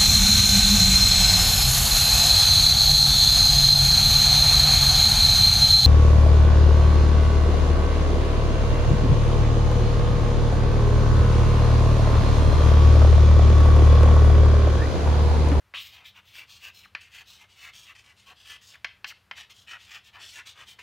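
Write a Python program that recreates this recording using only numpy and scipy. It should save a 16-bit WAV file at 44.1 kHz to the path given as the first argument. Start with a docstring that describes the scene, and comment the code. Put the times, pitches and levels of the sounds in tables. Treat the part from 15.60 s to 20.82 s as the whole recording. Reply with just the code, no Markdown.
"""A quiet classroom, where someone writes a few words with chalk on a wall board.
Each push swells and fades with the hand's speed: a dense run of tiny slips shakes the board,
hissy on the way up, raspy on the way down. Quick flicks chirp as the stick tilts,
and the stick taps where it lands hard: a click, a falling bending wave, a short ring and a thump.
The room answers briefly with sparse reflections, over ventilation of soft air noise and low hum."""
import sys
import numpy as np
from scipy import signal
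from scipy.fft import rfft, irfft
from scipy.io import wavfile

SR = 44100
rng = np.random.default_rng(int(sys.argv[2]) if len(sys.argv) > 2 else 0)


def put_to_file(sound):
    """Save the sound as 16-bit audio at rate SR, in the file named by the first command-line argument."""
    columns = np.atleast_2d(sound).T  # one column per channel
    safe = np.clip(columns, -1, 1)
    whole_steps = np.round(safe * 32767)
    wavfile.write(sys.argv[1], SR, whole_steps.astype(np.int16))


N = 230422


def gain_of(db):
    """Decibels to amplitude."""
    return 10 ** (np.asarray(db) / 20)


def evened(x):
    """Scales to rms 1."""
    return x / np.sqrt(np.mean(x ** 2) + 1e-20)


def unit_energy(x):
    """Scales to energy 1."""
    return x / np.linalg.norm(x)


def read(points, hz):
    """Reads a table on a log-frequency axis."""
    f, value = np.transpose(points)
    return np.interp(np.log(hz + 1), np.log(f + 1), value)


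def add(mix, s, sound):
    """Mixes a sound in at time s."""
    part = mix[max(round(s * SR), 0):][:len(sound)]
    part += sound[:len(part)]


def colour(x, points):
    """Minimum-phase filter with the tabled spectrum, so attacks stay sharp."""
    hz = abs(np.fft.fftfreq(4096, 1 / SR))
    log_gain = np.log(gain_of(read(points, hz)))
    taps = np.fft.ifft(np.exp(np.conj(signal.hilbert(log_gain)))).real
    return signal.fftconvolve(x, taps[:len(taps) // 2])[:len(x)]


def glide(x, centre_hz, shape):
    """A resonance of the given shape whose centre follows a curve, rms 1."""
    hz, t, z = signal.stft(x, SR, nperseg=256, noverlap=192)
    centre = np.interp(t * SR, np.arange(len(x)), centre_hz)
    multiple, db = np.transpose(shape)
    gain = gain_of(np.interp(hz[:, None] / centre, multiple, db))
    z = z * gain / np.sqrt(centre)  # a higher centre passes a wider band
    return evened(signal.istft(z, SR, nperseg=256, noverlap=192)[1][:len(x)])


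# The stick's resonance against the board. Each row: multiple of its centre, relative level in dB.
STICK_SHAPE = [(.25, -44.5), (.45, -28), (.65, -11), (.85, -3.5), (1, -3), (1.18, -5), (1.45, -13.5),
               (2.1, -27.5), (4, -46)]
# Fixed voices of a stroke: board rasp, edge hiss, powder fizz.
# Each row: frequency in Hz, relative level in dB.
RASP_SHAPE = [(120, -30), (300, -15), (600, -9), (950, 0), (1150, 0), (1400, -2), (1850, -1), (2300, -5),
              (3200, -22), (6000, -55)]
HISS_SHAPE = [(2200, -20.5), (3400, -12.5), (4400, -2), (5400, 1), (6500, -1), (8500, -5), (10000, -9),
              (11500, -15.5), (15000, -26.5)]
FIZZ_SHAPE = [(6500, -42), (9000, -18), (10500, -23), (12000, 2), (13500, 13), (14800, 10.5), (15700, 12.5)]
# The stick's resonance at its usual tilt; tilting it moves the resonance and trades rasp for hiss and fizz.
USUAL_TILT_HZ = 2803
# Each voice against the scrape: at the usual tilt and full speed, per octave of tilt,
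# and per second as the hand works along the board.
RASP_DB, RASP_DB_PER_OCTAVE, RASP_DB_PER_S = -14, -35, 0.08
HISS_DB, HISS_DB_PER_OCTAVE, HISS_DB_PER_S = -13, 36, 0.75
FIZZ_DB, FIZZ_DB_PER_OCTAVE, FIZZ_DB_PER_S = -13.5, 33, -0.1
SLOW_DULL_DB = -5  # hiss and fizz drop this much further as the chalk comes to rest
SPEED_POWER = 1.244  # amplitude grows as this power of speed
# Pushes of the chalk; upstrokes are high and hissy, downstrokes low and raspy.
# Each row: start in seconds, speeding up in seconds, slowing down in seconds,
# level of the scrape at full speed in dB, stick resonance from Hz, to Hz,
# extra rasp in dB, extra hiss in dB, extra fizz in dB.
PUSHES = [(0.142, 0.006, 0.086, -36.5, 2460, 3700, 1.5, -10.5, -13),
          (0.172, 0.047, 0.14, -49.5, 3210.0, 2980.0, 1.5, -2, 6.5),
          (0.24, 0.004, 0.046, -49.5, 3030, 3010.0, 0, -13, -2),
          (0.302, 0.055, 0.104, -50, 3210.0, 2070, 0.5, -4.5, 3),
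          (0.437, 0.023, 0.063, -48.0, 2810, 3230, -6.0, -6.5, 0.0),
          (0.538, 0.035, 0.047, -51.0, 2720, 2530, 3, -5, 2),
          (0.639, 0.045, 0.12, -57, 3080, 2770, -4.0, -1.5, 4.0),
          (0.723, 0.06, 0.086, -45, 2930.0, 2230, -7, 4.0, 7),
          (0.866, 0.046, 0.13, -52, 3380, 3350, 8.5, -6, -4),
          (0.994, 0.081, 0.046, -44, 2940.0, 2370, -4, 3.5, 6.5),
          (1.126, 0.05, 0.13, -54.0, 3600, 2970, 6, -4.5, -0.5),
          (1.4, 0.013, 0.11, -53, 2840, 2590, -15, 2, -2),
          (1.497, 0.1, 0.043, -46.0, 2940, 2360, -4, 4.5, 4),
          (1.65, 0.044, 0.14, -53.5, 3270, 3160, 6, -1.5, -1),
          (1.775, 0.048, 0.046, -52.5, 2810, 2140, -2.5, 6, 2),
          (1.882, 0.024, 0.071, -57.5, 2900, 3290.0, -10, -1, -5),
          (1.942, 0.13, 0.048, -46, 3060, 2320, -3.5, 2.5, 4.0),
          (2.124, 0.028, 0.16, -52.0, 3190, 3330, 4, 0, -3),
          (2.239, 0.081, 0.016, -48, 3040.0, 2260, -1.5, -0.5, 2.0),
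          (2.349, 0.0045, 0.092, -53.5, 2690, 3280.0, 0, 1.0, -7),
          (2.418, 0.081, 0.046, -55, 2720, 2310, -1, 6.5, -1),
          (2.551, 0.051, 0.078, -60.5, 3340, 2840, -2, 0, -7),
          (2.64, 0.073, 0.031, -50, 2980, 2300, 6, 0.5, 1.0),
          (2.743, 0.087, 0.075, -55.5, 3180, 3240, 4, -4, -8),
          (2.831, 0.093, 0.067, -45.0, 2800, 2500, -0.5, 5, 2.0),
          (3.009, 0.0074, 0.088, -58, 2940, 3560.0, -7, 3.5, 2.0),
          (3.051, 0.052, 0.1, -54.5, 4080, 2550, 14, -4.5, -8),
          (3.459, 0.037, 0.032, -45.5, 3690, 2850, 5, -4, -1.0),
          (3.748, 0.041, 0.078, -45.5, 2780, 2600, 1.5, 2, -3),
          (3.893, 0.0095, 0.041, -51.0, 2820, 3290.0, 4.5, -2.0, -2),
          (3.923, 0.055, 0.097, -58.5, 3280, 3370, -10, -2.0, -4),
          (4.063, 0.06, 0.063, -39.5, 2770, 2070, -5.5, -1.5, -2.0),
          (4.171, 0.051, 0.072, -53.5, 2580, 3310.0, -5.0, -1, -3),
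          (4.256, 0.095, 0.064, -45, 2890.0, 2480, 2, -0.5, 0),
          (4.432, 0.05, 0.03, -53, 3240, 2530.0, -4, -1.5, 0.0),
          (4.526, 0.028, 0.067, -48.5, 2680, 2010.0, 3, -5.5, -1.0),
          (4.582, 0.035, 0.141, -46, 2620, 3720.0, 2, -2.5, -5),
          (4.707, 0.082, 0.045, -44.0, 3150, 2110, -2, 4.5, 2.0),
          (4.852, 0.018, 0.077, -47, 3040.0, 3220, 3.5, -2.5, -5),
          (4.932, 0.087, 0.04, -49, 2550, 2480, 3, 1.0, 0),
          (5.051, 0.049, 0.062, -50.5, 3050, 2960, 2, -1.0, 0),
          (5.184, 0.01, 0.048, -46, 2270, 2700, -2.5, 2.5, -1)]


def stroke(start_s, rise_s, fall_s, level_db, from_hz, to_hz, rasp_db, hiss_db, fizz_db):
    """One push: speed follows an arch and sets loudness; the stick's tilt slides and sets colour."""
    t = np.arange(0, rise_s + fall_s, 1 / SR)
    arch = np.interp(t, [0, rise_s, rise_s + fall_s], [0, .5, 1])
    speed = abs(np.sin(np.pi * arch))
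    stick_hz = np.linspace(from_hz, to_hz, len(t))
    tilt_octaves = np.log2(stick_hz / USUAL_TILT_HZ)
    dull_db = SLOW_DULL_DB * (1 - speed)

    # half a second of slips; only the end is heard, once the board is shaking
    drive = slips(count=SR // 2, per_s=6000, size_db=2.5, judder_db=1.83, judder_s=0.0049)
    shaken = shake(drive)
    sound = glide(shaken[-len(t):], stick_hz, STICK_SHAPE)

    rasp_db = rasp_db + RASP_DB + RASP_DB_PER_OCTAVE * tilt_octaves + RASP_DB_PER_S * start_s
    hiss_db = hiss_db + HISS_DB + HISS_DB_PER_OCTAVE * tilt_octaves + HISS_DB_PER_S * start_s + dull_db
    fizz_db = fizz_db + FIZZ_DB + FIZZ_DB_PER_OCTAVE * tilt_octaves + FIZZ_DB_PER_S * start_s + dull_db
    for shape, db in [(RASP_SHAPE, rasp_db), (HISS_SHAPE, hiss_db), (FIZZ_SHAPE, fizz_db)]:
        voice = evened(colour(shaken, shape)[-len(t):])
        sound = sound + gain_of(db) * voice
    return start_s, gain_of(level_db) * speed ** SPEED_POWER * sound


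def slips(count, per_s, size_db, judder_db, judder_s):
    """Tiny fractures of the chalk tip: random sizes, swelling as the stick catches and lets go."""
    size = gain_of(size_db * np.minimum(rng.exponential(1, count), 5))
    size = size * rng.choice([-1, 1], count)
    happens = rng.random(count) < per_s / SR
    memory = np.exp(-1 / (judder_s * SR))
    catch = evened(signal.lfilter([1], [1, -memory], rng.standard_normal(count)))
    return size * happens * gain_of(judder_db * catch)


def shake(drive, waves_db=-2, ring_db=-15):
    """Slips shake the board at one spot: the direct push, returning waves and a little ring."""
    spot = gain_of(waves_db) * scatter(decay_s=0.0079)
    spot[0] += 1
    shaken = signal.fftconvolve(drive, spot)[:len(drive)]
    ring = signal.fftconvolve(shaken, board_ring(spread=0.015))[:len(drive)]
    return shaken + gain_of(ring_db) * ring


def scatter(decay_s):
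    """Bending waves return from the board's frame as a short dense cluster, energy 1."""
    t = np.arange(SR // 12) / SR
    return unit_energy(rng.standard_normal(len(t)) * np.exp(-t / decay_s))


# Board modes. Each row: frequency in Hz, relative level in dB, 60 dB decay time in seconds.
BOARD_MODES = [(1076, -16, 0.15), (1128, -2.5, 0.086), (1350, 3.5, 0.028), (1676, -3.5, 0.066),
               (1750, 6.5, 0.056), (1933, 3, 0.081), (2030, -3, 0.2), (2140, 4.5, 0.021), (2330, 3, 0.029),
               (2900, -4.5, 0.12), (3440, -29, 0.086), (4150, -4.5, 0.074), (4906, 3, 0.029)]


def board_ring(spread):
    """The board's answer to one push, energy 1; each spot shifts the modes a little differently."""
    t = np.arange(SR // 8) / SR
    ring = np.zeros(len(t))
    for hz, db, t60 in BOARD_MODES:
        mode_hz = hz * (1 + spread * rng.standard_normal())
        cycles = mode_hz * t + rng.random()
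        ring += gain_of(db - 60 * t / t60) * np.sin(2 * np.pi * cycles)
    return unit_energy(ring)


# Quick flicks sweep the resonance as the stick tilts.
# Each row: start in seconds, length in seconds, from Hz, to Hz, level before the fades in dB.
TILT_FLICKS = [(0.139, 0.026, 1490, 2500, -47), (.146, .085, 3180, 3320, -42),
               (1.228, 0.041, 3400, 1170, -52.5), (3.136, 0.0273, 3340, 1290, -50),
               (3.495, .036, 3040, 1190, -47)]


def flick(s, length_s, from_hz, to_hz, db):
    """A short chirp: friction noise rings a narrow, sliding resonance."""
    count = round(length_s * SR)
    # each row: multiple of the centre, relative level in dB
    narrow = [(.3, -28), (.65, -6), (1, 4.5), (1.35, -14.5), (2.5, -30)]
    chirp = glide(rng.standard_normal(count), np.linspace(from_hz, to_hz, count), narrow)
    return s, gain_of(db) * chirp * signal.windows.tukey(count, .5)


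# The click of a landing. Each row: frequency in Hz, relative level in dB.
CLICK_SHAPE = [(100, -43), (400, -17.5), (800, -7), (1200, -9.5), (1900, 0), (2800, 0.5), (3600, -8),
               (5300, -8), (7500, -21), (11000, -21.5), (16000, -5.5)]
# The whole board gives under a landing.
# Each row: frequency in Hz, level against the unfiltered click in dB, 60 dB decay time in seconds.
BOARD_SWAY = [(84, -38, 0.38), (185, -36, 0.029), (340, -36.5, 0.029)]
# The stick lands. Each row: start in seconds, gain in dB,
# then the band that the contact excites: low edge in Hz, high edge in Hz.
LANDINGS = [(0.1385, -6, 300, 2170), (1.3499, -0.5, 1010, 2960), (3.2455, 1.5, 480, 4370),
            (3.4442, -0.5, 990, 3840), (3.7119, -3, 656, 2850), (0.753, -20, 1300, 5000),
            (2.135, -25, 910, 5000), (2.354, -28.5, 900, 5500), (3.017, -32, 1200, 6000),
            (3.781, -16.5, 700, 4030), (4.113, -20, 700, 4000), (4.794, -16, 704, 3500),
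            (4.861, -29, 900, 5000), (5.1909, -21, 700, 3020)]


def tap(s, db, low_hz, high_hz, echo_s=0.001914, echo_db=2, ring_db=-13, scatter_db=4, bend_db=-15):
    """A click and its quick reflection, a falling bending wave, and the board's short ring and thump."""
    ring = board_ring(spread=0.0013)
    t = np.arange(len(ring)) / SR
    push = np.zeros(len(t))
    push[0] = 1
    add(push, echo_s, gain_of([echo_db]))
    add(push, .0004, gain_of(scatter_db) * scatter(decay_s=0.0058))
    click = unit_energy(colour(push, CLICK_SHAPE))

    # treble crosses the board faster than bass, so the wave arrives as a falling chirp, by several paths
    bend_hz = 1250 + 1900 * np.exp(-t / 0.0051)
    bend = np.sin(2 * np.pi * np.cumsum(bend_hz) / SR) * t * np.exp(-t / 0.004)
    bend = unit_energy(signal.fftconvolve(bend, scatter(decay_s=0.0062))[:len(t)])

    contact = click + gain_of(ring_db) * ring + gain_of(bend_db) * bend
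    contact = signal.lfilter(*signal.butter(2, low_hz, "highpass", fs=SR), contact)
    contact = signal.lfilter(*signal.butter(2, high_hz, fs=SR), contact)

    thump = np.zeros(len(t))
    for hz, mode_db, t60 in BOARD_SWAY:
        mode = np.sin(2 * np.pi * hz * t) * gain_of(-60 * t / t60)
        thump += gain_of(mode_db) * unit_energy(mode)
    return s, gain_of(db) * (contact + thump)


# Room decay. Each row: frequency in Hz, 60 dB decay time in seconds.
ROOM_DECAY = [(200, 0.19), (1000, 0.28), (2500, 0.32), (5000, 0.33), (9000, 0.19), (15000, 0.13)]
# What the walls send back. Each row: frequency in Hz, relative level in dB.
WALL_COLOUR = [(200, -5), (700, -2.5), (1300, -8.5), (1900, -2.5), (2700, -1.5), (3900, 3), (5000, -3),
               (8000, -6.5), (15000, -11)]


def room(x, first_s=.011):
    """Sparse reflections of random sign, each band dying at its own speed."""
    bounces = rng.choice([-1., 1.], SR) * (rng.random(SR) < 3000 / SR)
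    hz, t, z = signal.stft(bounces, SR, nperseg=256)
    fade_db = read(WALL_COLOUR, hz)[:, None] - 60 * t / read(ROOM_DECAY, hz)[:, None]
    tail = signal.istft(z * gain_of(fade_db), SR, nperseg=256)[1]
    tail = np.concatenate([np.zeros(round(first_s * SR)), unit_energy(tail)])
    return signal.fftconvolve(x, tail)[:N]


# Rushing air. Each row: frequency in Hz, relative level in dB.
AIR_SHAPE = [(22, -54), (33, -37), (48, -0.5), (62, 4), (100, 6.5), (150, -6.5), (260, -12.5), (650, -12.5),
             (1300, -9.5), (2600, -14.5), (5000, -21.5), (9000, -28), (13500, -27.5), (15000, -33)]
# Ventilation hum. Each row: frequency in Hz, width in Hz, rms level in dB.
HUM_TONES = [(86.2, 3.7, -79), (135, 3.7, -94), (193.9, 4.3, -80)]


def ventilation(air_db=-65):
    """Soft rushing air as shaped noise, and low tones that waver because they are narrow noise bands."""
    hz = np.fft.rfftfreq(N, 1 / SR)

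    def noise(shape):
        return evened(irfft(rfft(rng.standard_normal(N)) * shape, N))

    sound = gain_of(air_db) * noise(gain_of(read(AIR_SHAPE, hz)))
    for tone_hz, width_hz, db in HUM_TONES:
        sound += gain_of(db) * noise(np.exp(-((hz - tone_hz) / width_hz) ** 2))
    return sound


# Left minus right. Each row: frequency in Hz, level difference in dB.
LEFT_OVER_RIGHT = [(60, 1.55), (2500, 1.45), (5000, 1.43), (8000, 0.07), (14000, 0.9)]


def scene():
    """Strokes, flicks and taps in the room over ventilation: one mono sound, a little louder on the left."""
    writing, landings = np.zeros(N), np.zeros(N)
    for row in PUSHES:
        add(writing, *stroke(*row))
    for row in TILT_FLICKS:
        add(writing, *flick(*row))
    for row in LANDINGS:
        add(landings, *tap(*row))
    reflections = room(gain_of(-17.5) * writing + gain_of(-15.5) * landings)
    mono = writing + landings + reflections + ventilation()
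    side_db = read(LEFT_OVER_RIGHT, np.fft.rfftfreq(N, 1 / SR)) / 2
    return irfft(rfft(mono) * gain_of([side_db, -side_db]), N)


EDGE_HZ = 15850  # low-pass cut-off in Hz; the sound holds almost nothing above it


def record(dry):
    """A steep linear-phase low-pass takes away the extreme treble on both channels."""
    low_pass = signal.firwin(511, EDGE_HZ, window=("kaiser", 9), fs=SR)
    return signal.oaconvolve(dry, low_pass[None], "same")


dry = scene()
out = record(dry)
put_to_file(out)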